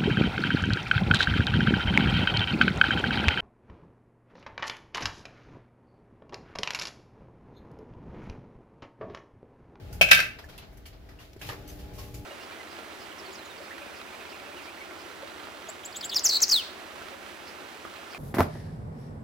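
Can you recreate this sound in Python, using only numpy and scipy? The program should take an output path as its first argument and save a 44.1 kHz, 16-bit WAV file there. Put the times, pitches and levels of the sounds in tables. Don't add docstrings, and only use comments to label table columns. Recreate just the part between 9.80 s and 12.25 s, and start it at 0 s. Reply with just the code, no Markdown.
import sys
import numpy as np
from scipy import signal
from scipy.fft import rfft, irfft, next_fast_len
from scipy.io import wavfile

SR = 44100
rng = np.random.default_rng(int(sys.argv[2]) if len(sys.argv) > 2 else 0)


def generate_wav(signal):
    frames = np.transpose(np.atleast_2d(signal))
    scaled = np.clip(frames, -1, 1) * 32767
    pcm = np.round(scaled).astype(np.int16)
    wavfile.write(sys.argv[1], SR, pcm)


N = 108045


def from_db(db):
    return 10 ** (np.asarray(db) / 20)


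def rms_one(x):
    return x / np.sqrt(np.mean(x ** 2) + 1e-20)


def at_hz(curve, hz):
    curve_hz, values = np.transpose(curve)
    return np.interp(np.log(np.maximum(hz, 1)), np.log(curve_hz), values)


def filtered(x, order, hz, kind):
    return signal.sosfilt(signal.butter(order, hz, kind, fs=SR, output="sos"), x)


def coloured(noise, spectrum):
    size = noise.shape[-1]
    hz = np.arange(size // 2 + 1) * SR / size
    return rms_one(irfft(rfft(noise) * from_db(at_hz(spectrum, hz)), size))


def drift(rate_hz):
    hop, run_in = 40, 2000
    pole = np.exp(-2 * np.pi * hop * rate_hz / SR)
    noise = rng.standard_normal(N // hop + run_in + 2)
    slow = signal.lfilter([1], [1, -2 * pole, pole * pole], noise)[run_in:]
    return np.interp(np.arange(N) / hop, np.arange(len(slow)), rms_one(slow))


# frequency_hz, left_right_correlation
STEREO_LIKENESS = [(40, 0.87), (120, 1), (250, 0.54), (550, 0.36), (1650, 0.0075), (15000, 0.01)]
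# frequency_hz, left_over_right_db
STEREO_LEAN = [(60, 0.5), (180, 3), (550, 4), (1650, 0)]


def wide_noise(spectrum):
    size = next_fast_len(N)
    hz = np.arange(size // 2 + 1) * SR / size
    mid, side = rfft(rng.standard_normal((2, size)))
    alike = np.clip(at_hz(STEREO_LIKENESS, hz), 0, 1)
    pair = np.sqrt(1 + alike) * mid + np.sqrt(1 - alike) * side * [[1], [-1]]
    pair *= from_db(at_hz(spectrum, hz) + at_hz(STEREO_LEAN, hz) * [[.5], [-.5]])
    return rms_one(irfft(pair, size)[:, :N])


# time_s, rumble_db, hiss_db, hum_db
BED_FADERS = [(0, -46.5, -52, -55), (.25, -38.5, -51.5, -52.5), (0.499, -49.5, -53, -61.5),
              (0.899, -50, -56.5, -65.5), (1.591, -52, -58.5, -62), (1.63, -46, -51.5, -50),
              (2.0, -46, -51.5, -52), (2.201, -43, -51.5, -51.5), (2.45, -42, -54, -50)]
# frequency_hz, gain_db
RUMBLE_EQ = [(15, -37.5), (25, -12.5), (48, 0.5), (70, -1), (120, -6.5), (180, -15), (250, -20), (400, -49)]
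# frequency_hz, gain_db
SIMMER_EQ = [(120, -22.5), (200, -4), (400, -2), (560, -8), (650, -2.5), (730, -8.5), (820, -9.5),
             (970, -16), (1500, -14), (4770, -22.5), (7400, -32), (8600, -44.5), (9800, -34.5),
             (13000, -32), (15300, -29), (16000, -54)]
# pitch_hz, level_db
HUM_PARTIALS = [(59, -4.5), (118.4, -4.5), (177, -9.5), (296.1, -4.5), (393, -7.5), (473.7, -11.5),
                (592.2, -14.5), (834.4, -12.5)]


def rumble_simmer_and_hum():
    t = np.arange(N) / SR
    time_s, *faders = np.transpose(BED_FADERS)
    rumble_gain, hiss_gain, hum_gain = (from_db(np.interp(t, time_s, db)) for db in faders)
    hum = np.zeros(N)
    for pitch_hz, level_db in HUM_PARTIALS:
        amplitude = np.sqrt(2) * from_db(level_db + 1.8 * drift(1.7))
        turns = pitch_hz * t + rng.random() + 0.05 * drift(6.3)
        hum += amplitude * np.sin(2 * np.pi * turns)
    rumble = wide_noise(RUMBLE_EQ)
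    hiss = from_db(0.53 * drift(7.5)) * wide_noise(SIMMER_EQ)
    return rumble_gain * rumble + hiss_gain * hiss + hum_gain * hum


def splash_resonances(noise, t, depth_db=15, spacing_hz=220, fade_s=0.04):
    hz = np.arange(len(t) // 2 + 1) * SR / len(t)
    peaks = from_db(depth_db * np.interp(hz / spacing_hz, np.arange(400), rng.random(400)))
    resonant = irfft(rfft(noise) * rms_one(peaks), len(t))
    share = np.exp(-t / fade_s)
    return share * resonant + (1 - share) * noise


# start_s, level_db, ring_hz, ring_db, ring_t60_s, body_db, treble_db, rise_s, puff_t60_s
SPLASH_CUES = [(0.127, -48.5, 1475, -5, 0.091, -3.5, 7.5, 0.00068, 0.19),
               (.587, -41, 1620, -13, 0.065, 4.5, -11, 0.0008, 0.19),
               (0.639, -61, 1740, 11, 0.12, 17.5, 8, 0.0031, 0.11),
               (0.687, -45.5, 1473, -4, 0.056, 2, -7, 0.0031, 0.32),
               (.735, -57, 2380, 2, .06, 5.5, -23, .004, 0.29),
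               (.7776, -45, 3430, -4, .07, -26, 1, 0.00065, 0.11),
               (.783, -51.5, 2670, 0.5, 0.12, 2, -18, 0.0015, 0.42),
               (0.824, -54.5, 2720, 0, 0.057, 4.5, -19, 0.0033, 0.22),
               (.925, -66.5, 2300, -2, .05, 12, 7.5, 0.0034, 0.2),
               (.97, -53, 2300, -12, 0.053, -4, 4, .003, 0.088),
               (1.055, -44, 3200, -6.5, 0.064, -5.5, -9.5, .001, 0.23),
               (1.059, -57, 2280, 5.5, 0.079, -6.5, 14, 0.02, 0.13),
               (1.125, -54.5, 2220, -10, 0.049, 2.5, -22, 0.0034, 0.2),
               (1.2878, -51.5, 2270, -11, .05, 6, -7.5, 0.0014, 0.32),
               (1.3887, -46.5, 2780, -9, .05, -2, -6.5, 0.0073, 0.48),
               (1.5324, -52, 5430, 1, 0.0071, -11.5, -1, 0.00057, 0.033),
               (1.5635, -56.5, 398, 25.5, 0.033, 6.5, -3, 0.00092, 0.085),
               (1.592, -54, 4270, -6, .04, -8, 1.5, .003, 0.23),
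               (1.6135, -40, 1675, -7, 0.11, -6, -5, 0.00077, 0.57),
               (1.661, -45.5, 1250, -17, 0.027, -5, 1, 0.013, 0.24),
               (1.6885, -34.5, 800, -11, 0.062, 4.5, -10, 0.00057, 0.1),
               (1.69, -61.5, 114, 24, 0.14, -2, 0, .003, 0.092),
               (1.698, -42.5, 1220, 6, 0.057, 12, -16, 0.0022, 0.09),
               (1.718, -50, 447, 10, 0.078, 11.5, -10, 0.0028, 0.31),
               (1.8745, -48.5, 5900, -6, 0.044, -6, 4.5, 0.0029, 0.47),
               (1.889, -58.5, 6220, 8, 0.11, -4, -12, .004, .1),
               (1.985, -48.5, 1500, -13, .05, -1, -5, 0.0083, 0.31),
               (2.13, -52.5, 2980, -18, 0.036, -17, 3, 0.012, 1),
               (2.181, -43.5, 1091, -6, 0.42, 0, -3.5, 0.003, 0.38),
               (2.341, -45.5, 6850, -7.5, 0.066, -13, 3.5, 0.0023, 0.21)]
# frequency_hz, gain_db
SPLASH_EQ = [(250, -14), (700, -1.5), (1500, -5), (3000, 0), (6000, -8), (7600, -10), (8600, -17),
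             (9800, -10), (12000, -7.5), (15300, -8.5), (16000, -37)]


def clinks_and_splashes(body_to_hz=2000, treble_from_hz=5300, grain_db=0.73):
    out = np.zeros((2, N))
    noise = wide_noise(SPLASH_EQ) * from_db(-grain_db * drift(60))
    body = filtered(noise, 3, body_to_hz, "low")
    middle = filtered(noise, 3, [body_to_hz, treble_from_hz], "band")
    treble = filtered(noise, 3, treble_from_hz, "high")
    ring_flutter = from_db(5.2 * drift(91))
    waver_turns = 0.13 * drift(32.8)
    for (start_s, level_db, ring_hz, ring_db, ring_t60_s,
         body_db, treble_db, rise_s, puff_t60_s) in SPLASH_CUES:
        start = int(start_s * SR)
        span = slice(start, min(start + SR // 2, N))
        t = np.arange(span.stop - start) / SR
        envelope = (1 - np.exp(-t / rise_s)) * from_db(-60 * t / puff_t60_s)
        bands = from_db(body_db) * body[:, span] + middle[:, span] + from_db(treble_db) * treble[:, span]
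        puff = splash_resonances(bands, t) * envelope
        turns = ring_hz * t + waver_turns[span] - waver_turns[start]
        ring = ring_flutter[span] * np.sin(2 * np.pi * turns) * from_db(ring_db - 60 * t / ring_t60_s)
        out[:, span] += from_db(level_db) * (puff + ring)
    return out


# pitch_hz, level_db, t60_s
POT_MODES = [(76, -17.5, 0.085), (174.5, -15, 0.27), (575, -9.5, 0.03), (634.5, 0, 0.035),
             (731, -11.5, 0.031), (1015, -17, .05), (1296, -5.5, 0.035), (1399, -10, .05),
             (1560, -1, 0.066), (1605, 0, 0.052), (1760, -2.5, 0.045), (1995, -5, 0.049),
             (2110, -5.5, 0.055), (2295, -0.5, 0.066), (2443, -5, 0.075), (2564, 2, 0.081),
             (2612, -1, .065), (2748, 4.5, 0.032), (2945, -8, 0.041), (3154, -6, 0.065),
             (3633, -4.5, 0.049), (4560, -8.5, .03), (5480, -7.5, 0.03), (6000, -12.5, 0.022)]


def pot_ring(t, thud_db, wall_db, rim_db, scatter_db=1.5, detune=0.003):
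    pitch_hz, level_db, t60_s = np.transpose(POT_MODES)[:, :, None]
    thud, rim = pitch_hz < 1100, pitch_hz > 3300
    lower_wall = ~thud & (pitch_hz < 2200)
    phases = rng.random((2, *pitch_hz.shape)) * ~thud
    level_db = level_db + np.select([thud, lower_wall, rim], [thud_db, wall_db, rim_db])
    level_db += scatter_db * rng.standard_normal(pitch_hz.shape)
    detuned_hz = pitch_hz * (1 + detune * rng.standard_normal(pitch_hz.shape))
    envelopes = from_db(level_db - 60 * t / t60_s)
    return np.sum(envelopes * np.sin(2 * np.pi * (detuned_hz * t + phases)), axis=1)


# start_s, level_db, thud_db, wall_db, rim_db, crack_db, left_over_right_db
UTENSIL_HITS = [(0.2118, -13.5, 0.5, -18.5, -15.5, -5, 3), (0.2147, -18, -10, -10, -8, -0.5, -1),
                (0.2271, -22.5, -8, -11.5, -7, 0.5, -2.5), (.288, -26, -7.5, -2, -4, -6, -3),
                (0.3118, -30, -10.5, 2.5, 0, 17, -2), (0.3138, -11.5, -7.5, 4, 0, 0.5, 1.5),
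                (0.3174, -16.5, -18, -2.5, -3, 1, -4), (0.3301, -15, -17.5, -6.5, 1, -2.5, -6),
                (0.347, -23.5, -6.5, -1, 3, 4.5, 2.5), (0.377, -29, -9, 3, -12, 3, 0.5),
                (.391, -29.5, 1, 8.5, 10, -2, 1.5), (.401, -25.5, -4.5, 2.5, -4, 1, -1.5),
                (.424, -38.5, 0, 5.5, 4, 1, -6)]
# frequency_hz, gain_db
CRACK_EQ = [(500, -38), (900, -21), (1500, -7), (2600, -12), (4000, -7), (6000, -12), (8500, -20),
            (12900, -15.5), (16000, -27)]


def utensil_blows(contact_s=0.00056, crack_decay_s=0.0074):
    out = np.zeros((2, N))
    t = np.arange(SR // 4) / SR
    attack = 1 - np.exp(-t / contact_s)
    noise = rng.standard_normal((len(UTENSIL_HITS), 2, len(t)))
    cracks = coloured(noise, CRACK_EQ) * np.exp(-t / crack_decay_s)
    for hit, crack in zip(UTENSIL_HITS, cracks):
        start_s, level_db, thud_db, wall_db, rim_db, crack_db, left_over_right_db = hit
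        blow = from_db(crack_db) * crack + pot_ring(t, thud_db, wall_db, rim_db)
        ear_gains = from_db(level_db + left_over_right_db * np.array([[.5], [-.5]]))
        start = int(start_s * SR)
        out[:, start:start + len(t)] += ear_gains * blow * attack
    return out


def kitchen_reverb(x, send_db=-6.5, mid_t60_s=0.36, treble_t60_s=0.28, first_echo_s=0.0045):
    t = np.arange(int(0.7 * SR)) / SR
    mid, treble = rng.standard_normal((2, 2, len(t)))
    mid = filtered(mid, 2, [250, 4000], "band") * from_db(-60 * t / mid_t60_s)
    treble = filtered(treble, 2, 4000, "high") * from_db(0.5 - 60 * t / treble_t60_s)
    tail = (mid + treble) * (t > first_echo_s) * np.sqrt(60 / SR)
    return from_db(send_db) * signal.fftconvolve(x, tail, axes=1)[:, :N]


def scene():
    pot = utensil_blows()
    return pot + kitchen_reverb(pot) + clinks_and_splashes() + rumble_simmer_and_hum()


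def record(dry):
    ceiling, cutoff_hz = 0.94, 16600
    low_pass = signal.cheby2(16, 70, cutoff_hz, fs=SR, output="sos")
    return signal.sosfilt(low_pass, np.clip(dry, -ceiling, ceiling))


dry = scene()
out = record(dry)
generate_wav(out)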